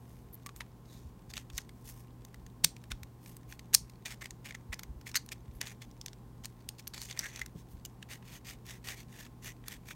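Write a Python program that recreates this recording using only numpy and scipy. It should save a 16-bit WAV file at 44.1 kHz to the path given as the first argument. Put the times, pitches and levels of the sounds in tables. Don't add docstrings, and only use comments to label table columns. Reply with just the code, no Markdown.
import sys
import numpy as np
from scipy import signal
from scipy.fft import rfft, irfft
from scipy.io import wavfile
from scipy.ndimage import uniform_filter1d

SR = 44100
rng = np.random.default_rng(int(sys.argv[2]) if len(sys.argv) > 2 else 0)


def wav_out(sig):
    wavfile.write(sys.argv[1], SR, np.round(np.clip(np.atleast_2d(sig).T, -1, 1) * 32767).astype(np.int16))


N = 438793


def amp(db):
    return 10 ** (np.asarray(db) / 20)


def evened(x):
    return x / np.sqrt(np.mean(x ** 2) + 1e-20)


def read(points, hz):
    f, value = np.transpose(points)
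    return np.interp(np.log(hz + 1), np.log(f + 1), value)


def add(mix, s, sound):
    part = mix[max(round(s * SR), 0):][:len(sound)]
    part += sound[:len(part)]


def wander(n, hz):
    f = np.fft.rfftfreq(n, 1 / SR)
    noise = rfft(rng.standard_normal(n))
    return evened(irfft(noise / (1 + (f / hz) ** 4), n))


def causal(db):
    mirrored = np.r_[db, db[-2:0:-1]]
    log_gain = np.log(amp(mirrored))
    return np.fft.ifft(np.exp(np.conj(signal.hilbert(log_gain)))).real[:len(db)]


def bump(hz, centre_hz, width_hz):
    return 1 / (1 + (2 * (hz - centre_hz) / width_hz) ** 2)


KNOCK_DB, KNOCK_PER_DEPTH = 4, 1.07
CLACK_DB, CLACK_PER_DEPTH = 2.5, 0.57


def place_db(hz, depth_db, edge_db):
    knock_db = KNOCK_DB + KNOCK_PER_DEPTH * depth_db
    clack_db = CLACK_DB + CLACK_PER_DEPTH * depth_db
    body = [(1100, knock_db), (1550, depth_db), (2400, depth_db)]
    clack = [(2800, clack_db), (3700, clack_db)]
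    treble = [(4400, 0), (8500, 0), (11000, edge_db)]
    return read(body + clack + treble, hz)


# centre in Hz, width in Hz, boost in dB.
SHELL = [(1740, 820, -0.5), (2414, 340, -0.5), (3180, 180, -1), (3270, 350, -1), (4440, 400, 3.5),
         (5400, 350, 1.5), (6340, 800, 2), (8830, 700, 2), (10600, 730, -3), (12090, 430, 1.5),
         (12800, 500, 4), (14800, 700, -0.5)]


def plastic(hz, colour, depth_db, edge_db):
    resonances_db = sum(db * bump(hz, f, w) for f, w, db in SHELL)
    return read(colour, hz) + place_db(hz, depth_db, edge_db) + resonances_db


def fine_ripple(hz, ripple_db, spacing_hz=330):
    knots = np.arange(0, SR / 2, max(spacing_hz, 100))
    ripple = ripple_db * rng.standard_normal(256)[:len(knots)]
    return np.interp(hz, knots, ripple) * np.minimum(hz / 2000, 1)


def ping(hz, t60):
    t = np.arange(SR // 8) / SR
    attack = 1 - np.exp(-t / .001)
    return amp(-60 * t / max(t60, .001)) * attack * np.sin(2 * np.pi * hz * t)


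# frequency in Hz, relative level in dB per Hz.
CLICK_COLOUR = [(60, -33.5), (250, -17), (550, -18), (950, -11.5), (1300, -4.5), (1800, 2.5), (3000, -1),
                (4500, 1.5), (6600, 2), (8500, -1), (10500, -2.5), (12500, -5), (15500, -7.5)]


def contact(length_s, ring_hz, depth_db, edge_db, piece_db=6, piece_width=.16, chatter=0.67, grit_db=3,
            rise=0.596):
    hz, t = np.fft.rfftfreq(1024, 1 / SR), np.arange(1024) / SR
    ripple_db, span = 1.8, .002 * SR
    u = t / max(rise * length_s, 1 / SR)
    sign, size = rng.standard_normal((2, len(t)))
    force = sign * amp(grit_db * size) * u * np.exp(-u)
    force *= chatter / np.linalg.norm(force)
    force[np.argmin(abs(u - 1))] += 1 - chatter
    colour = plastic(hz, CLICK_COLOUR, depth_db, edge_db)
    colour += piece_db * bump(hz, ring_hz, piece_width * ring_hz)
    click = signal.fftconvolve(force, causal(colour + fine_ripple(hz, ripple_db)))
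    return click * np.sqrt(span) / np.linalg.norm(click)


def friction(n, slips_per_s=7000, grit_db=-1.0, catch_db=0.0, catch_hz=200):
    slips = rng.standard_normal(n) * (rng.random(n) < slips_per_s / SR)
    size_db = grit_db * np.minimum(rng.exponential(1, n), 4) + catch_db * wander(n, catch_hz)
    return slips * amp(size_db)


# frequency in Hz, relative level in dB per Hz.
SCRAPE_COLOUR = [(60, -14), (300, -15), (600, -10), (1000, -13), (1300, -10), (1800, 2.5), (2800, -2),
                 (4200, -3), (6600, 2), (8500, -2), (10500, -3), (12500, -5.5), (15500, -7.5)]
# centre in Hz, width in Hz, boost in dB.
RUB_MODES = [(1900, 100, 2), (2160, 99, 2), (2420, 100, 3), (2900, 130, 2), (3460, 140, 3),
             (4540, 160, 2.5), (5100, 110, 4), (5850, 170, 2), (6430, 150, 2.5), (8080, 160, 1.5)]


def stroke(slips, hardest, swell, ease, db, ring_hz, depth_db, edge_db, start_db=-12, end_db=-12,
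           piece_db=5, piece_width=0.21):
    hz = np.fft.rfftfreq(1024, 1 / SR)
    ripple_db, reach, silent_db = 2.8, 1.3, -40
    marks = hardest + np.array([-reach * swell, -swell, 0, ease, reach * ease])
    at = np.arange(max(round(marks[0] * SR), 0), min(round(marks[-1] * SR), N))
    pressure = amp(np.interp(at / SR, marks, [silent_db, start_db, 0, end_db, silent_db]))
    colour = plastic(hz, SCRAPE_COLOUR, depth_db, edge_db)
    colour += piece_db * bump(hz, ring_hz, piece_width * ring_hz)
    colour += sum(mode_db * bump(hz, f, w) for f, w, mode_db in RUB_MODES)

    def rubbed():
        return signal.fftconvolve(slips[at], causal(colour + fine_ripple(hz, ripple_db)))[:len(at)]

    early, late = rubbed(), rubbed()
    rub = early + (late - early) * np.linspace(0, 1, len(at))
    return at[0] / SR, amp(db) * evened(rub) * pressure


# frequency in Hz, relative level in dB per Hz.
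RUSH = [(18, -26.5), (35, -2.5), (57, 4.5), (90, -7.5), (170, -2), (260, -8.5), (400, -12.5), (620, -22),
        (830, -18), (1060, -22), (1300, -28), (2500, -35.5), (6000, -39), (15500, -39.5)]
RUSH_DB = -54.5
# frequency in Hz, rms level in dB around which it wavers.
HUM = [(120, -56), (240.5, -68.5), (1056, -76.5)]


def background(waver_db=1.06, waver_rad=.12):
    t, hz = np.arange(N) / SR, np.fft.rfftfreq(N, 1 / SR)
    rush = evened(irfft(rfft(rng.standard_normal(N)) * amp(read(RUSH, hz)), N))
    drift = waver_rad * wander(N, 2.7) / HUM[0][0]
    hum = np.zeros(N)
    for f, db in HUM:
        phase = f * (2 * np.pi * t + drift) + 2 * np.pi * rng.random()
        hum += amp(db) * np.sqrt(2) * np.sin(phase)
    return amp(RUSH_DB) * rush + hum * amp(waver_db * wander(N, 2.8))


CONTACT_S = .0016


def loose_pieces(sliding, ticks_per_s=20, tick_db=-1, hardest_db=-44, resting_db=-67, spread_db=2,
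                 depth_db=8, edge_db=-4, ping_db=0, ring_s=.012):
    out = np.zeros(N)
    push = np.sqrt(abs(uniform_filter1d(sliding ** 2, SR // 50)))
    push = np.clip(push, amp(resting_db), amp(hardest_db))
    for at in np.flatnonzero(rng.random(N) < ticks_per_s / SR):
        ring_hz = SHELL[rng.integers(len(SHELL))][0]
        gain = push[at] * amp(tick_db + spread_db * min(rng.exponential(), 2))
        add(out, at / SR, gain * contact(CONTACT_S, ring_hz, depth_db, edge_db))
        add(out, at / SR, gain * amp(ping_db) * ping(ring_hz, ring_s))
    return out


# hardest moment in seconds, swell in seconds,
# ease-off in seconds, level in dB at the hardest moment, brightest resonance in Hz, sharp edge in dB.
BRUSHES = [(.119, .12, 0.15, -67, 9000, 9), (0.343, 0.014, 0.011, -43, 13600, 25),
           (.57, .012, 0.053, -57, 8100, 15), (.934, .08, 0.16, -61, 3900, 2),
           (1.898, 0.049, 0.027, -50.5, 8600, 8), (2.001, 0.25, .039, -61, 8700, 9),
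           (3.295, 0.086, 0.067, -57.5, 9250, 8), (3.505, .024, 0.053, -55, 2480, 6),
           (5.552, 0.018, 0.04, -61, 10480, 16), (7.601, 0.046, 0.024, -60.5, 3700, 3),
           (7.726, .047, .05, -63.5, 8680, 11.5)]
BRUSH_DEPTH_DB = -0.5


def brushes():
    out, slips = np.zeros(N), friction(N, slips_per_s=7300, grit_db=1.5, catch_db=2.5, catch_hz=120)
    for *motion, edge_db in BRUSHES:
        add(out, *stroke(slips, *motion, BRUSH_DEPTH_DB, edge_db))
    return out


# start in seconds, rms level of the knock in dB over 2 ms,
# ring of the piece in Hz, ring time in seconds (to fall 60 dB), depth in dB, sharp edge in dB.
CLICKS = [(.462, -39, 1150, 0.061, 2, 1), (0.467, -42, 8000, .008, 7.5, 8),
          (.491, -45.5, 1150, 0.04, 8.5, -6), (.562, -45.5, 8060, .005, 4, 7),
          (.606, -34, 3050, .005, 14, 0), (.6157, -45, 970, 0.043, 13, -6),
          (1.337, -38, 4600, 0.0054, 3, -7), (1.3687, -36, 4000, 0.0054, 4, -7),
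          (1.377, -35, 2900, .005, 8, -4), (1.5002, -46.5, 3420, .005, 8.5, -7),
          (1.579, -28, 6240, .005, 1, 6.5), (1.5831, -33.5, 1670, .008, 12, -5),
          (1.692, -49, 2070, 0.011, 9, 1), (2.2493, -46.5, 6860, .005, 0.5, 3),
          (2.343, -47.5, 2200, .005, 7, -1), (2.464, -50, 6500, .005, 3, 0),
          (2.765, -48, 2800, 0.017, 5.5, -5), (2.839, -50, 2760, .005, 2.5, -1),
          (2.917, -31, 1470, 0.023, 6.5, -3), (3.0322, -42, 2860, .005, 2.5, 0),
          (3.26, -48, 2390, .005, 4.5, 0), (3.367, -43.5, 8650, .005, -2, 9),
          (3.524, -41, 2540, .008, 6, -17), (3.593, -43.5, 6400, .005, 8, -1),
          (3.897, -50.5, 6460, .005, 7, 1), (4.057, -37, 2380, .005, -7, -14),
          (4.22, -39, 1700, .008, 27, -6), (4.2567, -36.5, 2450, 0.0055, 8, -1),
          (4.307, -39.5, 7050, .005, -1, -2), (4.5075, -39.5, 2200, 0.015, 8, -6),
          (4.523, -48, 1980, .006, 8, -13), (4.5488, -36.5, 1990, 0.0066, 12.5, -10),
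          (4.7273, -38.5, 2090, .005, 12, 1), (4.7335, -39, 1940, .005, 13, 2),
          (4.742, -39, 5150, .005, -9, -4), (4.7926, -37.5, 6600, .005, 8, 5),
          (4.833, -39, 2090, .005, 3, 2), (5.012, -52, 5800, .005, 8.5, 0),
          (5.067, -38.5, 2220, .005, 14, 2), (5.1148, -45.5, 5380, .005, -3, 0),
          (5.144, -34, 5470, .005, 9, -11), (5.155, -23.5, 1470, 0.0089, 4.5, 0),
          (5.16, -25, 4300, 0.014, -17, 3), (5.171, -32, 4580, 0.047, -3, 11),
          (5.262, -49, 9220, .005, -6, 9), (5.289, -43, 7200, .005, 0, -5),
          (5.3265, -44.5, 2690, .005, 5, -5), (5.6129, -27.5, 5740, .005, 5, -2),
          (5.6704, -40, 2270, 0.0046, 9, -5), (5.822, -46, 3300, 0.014, 6, -9),
          (5.912, -55, 5680, .005, -1, -3), (6.013, -39, 5710, 0.0056, -6, -5),
          (6.0612, -34.5, 6950, 0.0044, -3, -2), (6.082, -41.5, 5230, .005, -4, -12),
          (6.131, -48, 5630, .005, 5.5, -2), (6.446, -41, 3130, .008, 4.5, -8),
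          (6.4554, -34.5, 6450, .005, -3, 1.5), (6.689, -31.5, 3160, 0.0059, -7.5, 1),
          (6.8715, -41, 4500, 0.0074, -1.5, -10), (6.876, -33, 10200, .007, -3.5, 9),
          (6.9372, -42, 4220, .005, -0.5, -6), (6.9784, -39.5, 4520, .008, 4, -6),
          (7.016, -36, 5940, .005, -4, 3), (7.1104, -36.5, 5840, .005, 2, -15),
          (7.126, -44, 3420, .022, 1, -11), (7.174, -39, 2000, .006, 6.5, 0),
          (7.1913, -25, 5750, 0.01, -12, 3.5), (7.196, -35, 3770, .005, -1, -4),
          (7.258, -38, 1780, 0.01, 17, -2), (7.36, -38.5, 5960, 0.0074, -2.5, -8),
          (7.393, -40, 6100, .005, 4, 0), (7.4154, -31.5, 2050, 0.05, 10, -3),
          (7.461, -41.5, 6100, .005, 3, 1), (7.8506, -37, 2890, 0.03, -4, 2),
          (7.858, -41, 5900, .005, -3.5, 4.5), (8.0265, -40.5, 1640, .006, 11.5, -4),
          (8.113, -47, 2970, 0.032, 12, -1), (8.225, -54.5, 2900, .012, 18, -1),
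          (8.665, -48, 6500, .005, -3, 8), (8.886, -34.5, 1950, 0.0057, 6, -4),
          (9.264, -50, 2050, .006, 13.5, -3), (9.445, -42, 6330, .005, 8, 12),
          (9.639, -53.5, 2850, .012, 19, -8), (9.682, -33, 3520, 0.0096, 0.5, 7),
          (9.908, -41, 1530, 0.031, 24, 3)]
LOOSE_PER_DEPTH = .35
LEAD_S, LEAD_DB, LEAD_LENGTH_S = .003, -19.5, .002
BOUNCE_S, BOUNCE_DB = 0.0045, -18


def clicks(ping_db=-1):
    out = np.zeros(N)
    for s, db, ring_hz, ring_s, depth_db, edge_db in CLICKS:
        gain, loose = amp(db), amp(LOOSE_PER_DEPTH * depth_db)
        touch = (ring_hz, depth_db, edge_db)
        bounce_at = s + BOUNCE_S * (.5 + rng.random())
        add(out, s - LEAD_S, gain * loose * amp(LEAD_DB) * contact(LEAD_LENGTH_S, *touch))
        add(out, s, gain * contact(CONTACT_S * np.sqrt(loose), *touch))
        add(out, s, gain * amp(ping_db) * ping(ring_hz, ring_s))
        add(out, bounce_at, gain * loose * amp(BOUNCE_DB) * contact(CONTACT_S, *touch))
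    return out


# start in seconds, end in seconds,
# rms level in dB before the fades, resonance in Hz, its width in Hz.
JUDDERS = [(0.871, 1.0, -69, 3900, 500), (5.15, 5.18, -41, 1880, 600), (5.152, 5.178, -34, 4300, 470),
           (7.17, 7.41, -65, 2010, 170), (7.222, 7.282, -45, 1830, 510), (6.95, 7.02, -58, 4500, 350),
           (7.307, 7.415, -62, 5970, 370)]


def judders():
    out, hz = np.zeros(N), np.fft.rfftfreq(SR, 1 / SR)
    for start, end, db, ring_hz, width_hz in JUDDERS:
        length = max(round((end - start) * SR), 64)
        rub = irfft(rfft(friction(SR)) * bump(hz, ring_hz, width_hz))[:length]
        add(out, start, amp(db) * evened(rub) * signal.windows.tukey(len(rub), .5))
    return out


# start in seconds, level in dB at the crest of the envelope,
# pitch in Hz.
THUMPS = [(1.049, -40, 75.5), (1.536, -36.5, 54), (2.64, -39, 162), (2.907, -31.5, 48), (3.014, -42, 69),
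          (4.69, -37, 58.4), (4.889, -38, 64), (4.955, -42.5, 61.5), (5.48, -40, 64), (5.544, -40, 53),
          (7.548, -39.5, 168), (7.736, -41.5, 67)]


def thumps(rise_s=0.0084, rough=.4):
    out, t = np.zeros(N), np.arange(SR // 5) / SR
    envelope = t / rise_s * np.exp(1 - t / rise_s)
    for s, db, hz in THUMPS:
        swing = np.sin(2 * np.pi * hz * t) + rough * wander(len(t), 2 * hz)
        add(out, s, amp(db) * envelope * swing)
    return out


# hardest moment in seconds, swell in seconds,
# ease-off in seconds, level in dB at the hardest moment, ring of the piece in Hz, depth in dB.
SCRAPES = [(1.309, 0.016, 0.0076, -49, 4660, 2), (1.363, 0.024, .06, -50, 2880, 2.5),
           (1.572, 0.047, .049, -52.5, 5860, -5), (2.914, 0.0099, .006, -44.5, 1550, 7),
           (4.06, 0.0073, .022, -38, 2370, 7.5), (4.116, 0.034, 0.03, -44.5, 2050, 7.5),
           (4.215, 0.0067, 0.054, -47, 2020, 6), (4.463, 0.018, 0.041, -45.5, 2110, 7.5),
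           (4.548, 0.0057, 0.0044, -47, 1930, 11), (4.731, .008, .012, -36.5, 1980, 12.5),
           (5.072, 0.014, .035, -46, 2250, 1), (5.164, .012, 0.013, -29.5, 6500, -7),
           (5.32, 0.0056, 0.014, -38, 2350, 3), (5.614, .009, 0.047, -46, 5860, 14),
           (5.667, 0.012, .061, -46.5, 2300, 5.5), (5.82, 0.0075, .031, -52, 3440, 6.5),
           (6.446, 0.011, 0.0088, -49, 6420, 1), (6.8, 0.016, 0.0065, -45.5, 4570, 1.5),
           (6.942, .005, 0.055, -47.5, 4260, 5), (7.033, 0.047, 0.062, -47, 6400, -2),
           (7.102, 0.014, 0.031, -45.5, 3400, 6), (7.197, 0.053, 0.032, -50, 5760, 14),
           (7.24, 0.035, 0.059, -46, 5770, 6), (7.387, 0.099, 0.048, -50, 6140, 11.5)]
SCRAPE_EDGE_DB = -0.5


def scrapes():
    out, slips = np.zeros(N), friction(N, slips_per_s=5500, grit_db=2.5, catch_db=2.5, catch_hz=149)
    for row in SCRAPES:
        add(out, *stroke(slips, *row, SCRAPE_EDGE_DB))
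    return out


# seating moment in seconds, rms level in dB over 2 ms, run-up in seconds,
# ring of the piece in Hz, ring time in seconds (to fall 60 dB), depth in dB, sharp edge in dB.
SNAPS = [(2.6442, -15, .0058, 14820, 0.0054, -4.5, -6), (3.7466, -11.5, .0115, 9310, 0.0044, -9.5, 2.5)]
# frequency in Hz,
# level in dB against the snap before its depth colours it, time in seconds to fall 60 dB.
SNAP_TONES = [(1170, -6, 0.0084), (1770, -4.5, 0.014), (2372, 0.5, .014), (4220, -13.5, .022),
              (4705, -8.5, .028), (5300, -9.5, 0.022), (5600, -11, 0.032), (6350, -11, .025),
              (6880, -2.5, .014), (7175, -13, .025), (8165, -14.5, 0.033), (8540, -6.5, 0.016),
              (8870, -14, .025), (9000, -11, .025), (9350, -14, 0.029), (14900, -7.5, .006)]
GRAZE_DB, CATCH_SHARE, CATCH_DB, REBOUND_S, REBOUND_DB = -20.5, 0.43, -7.5, 0.0024, -2


def snaps(contact_s=0.0015, ping_db=4, slide_db=-25, slide_hz=2400, slide_depth_db=4, slide_edge_db=-4):
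    out, slips = np.zeros(N), friction(N)
    for seat, db, run_up, ring_hz, ring_s, depth_db, edge_db in SNAPS:
        catch_s = CATCH_SHARE * run_up
        slide = (run_up, run_up, db + slide_db, slide_hz, slide_depth_db, slide_edge_db)
        add(out, *stroke(slips, seat - catch_s, *slide))
        for delay, step_db in [(-run_up, GRAZE_DB), (-catch_s, CATCH_DB), (0, 0), (REBOUND_S, REBOUND_DB)]:
            add(out, seat + delay, amp(db + step_db) * contact(contact_s, ring_hz, depth_db, edge_db))
        for hz, tone_db, t60 in [(ring_hz, ping_db, ring_s), *SNAP_TONES]:
            add(out, seat, amp(db + tone_db + place_db(hz, depth_db, 0)) * ping(hz, t60))
    return out


# fastest moment in seconds, swell in seconds,
# ease-off in seconds, level in dB at the fastest moment, ring of the piece in Hz.
TURNS = [(8.126, 0.035, 0.048, -46.5, 2990), (8.353, 0.1, .035, -50.5, 3400),
         (8.477, 0.029, 0.07, -45.5, 2470), (8.699, 0.044, 0.077, -49, 3430),
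         (8.888, 0.041, 0.057, -40.5, 1900), (8.985, 0.033, 0.047, -51, 2750),
         (9.21, 0.11, 0.062, -51.5, 3430), (9.475, 0.049, 0.046, -44.5, 1930),
         (9.717, 0.055, 0.05, -47.5, 3430), (9.908, .051, 0.027, -48, 2430)]
TURN_DEPTH_DB, TURN_EDGE_DB = 6.5, 2


def turns():
    out, slips = np.zeros(N), friction(N, slips_per_s=6500, grit_db=0.0, catch_db=2.64, catch_hz=70)
    for row in TURNS:
        add(out, *stroke(slips, *row, TURN_DEPTH_DB, TURN_EDGE_DB, end_db=-11, piece_db=3, piece_width=0.09))
    return out


# frequency in Hz, time in seconds to fall 60 dB.
ROOM_T60 = [(200, .18), (1500, .17), (5000, .18), (9000, .18), (15000, .14)]


def tail(first_s=.004, treble_db=-3):
    n = SR // 3
    taps = rng.standard_normal(n) * (rng.random(n) < 6000 / SR)
    taps *= np.arange(n) > first_s * SR
    hz, t, z = signal.stft(taps, SR, nperseg=256)
    start_db = read([(8000, 0.011), (13000, treble_db)], hz)[:, None]
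    decay_db = -60 * t / read(ROOM_T60, hz)[:, None]
    echo = signal.istft(z * amp(start_db + decay_db), SR, nperseg=256)[1]
    return echo / np.linalg.norm(echo)


def room(x, count=3):
    cycle = np.arange(N) / SR / .004
    shares = [np.maximum(np.cos(2 * np.pi * (cycle - k / count)), 0) for k in range(count)]
    total = np.linalg.norm(shares, axis=0)
    wet = sum(signal.oaconvolve(x * share / total, tail())[:N] for share in shares)
    return signal.sosfilt(signal.butter(2, 1200, "high", fs=SR, output="sos"), wet)


def scene(room_db=-22):
    lows = thumps() + background()
    sliding = scrapes() + turns() + judders()
    puzzle = sliding + brushes() + clicks() + snaps() + loose_pieces(sliding)
    return (puzzle + amp(room_db) * room(puzzle) + lows)[None]


EDGE_HZ = 15950


def record(dry, notch_hz=10400, notch_width_hz=900, notch_db=-3):
    hz = np.fft.rfftfreq(N, 1 / SR)
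    ported = irfft(rfft(dry) * amp(notch_db * bump(hz, notch_hz, notch_width_hz)), N)
    lean = signal.sosfilt(signal.butter(4, 31, "high", fs=SR, output="sos"), ported)
    band_limit = signal.firwin(401, EDGE_HZ, window=("kaiser", 9), fs=SR)
    return signal.oaconvolve(lean, band_limit[None], "same")


dry = scene()
out = record(dry)
wav_out(out)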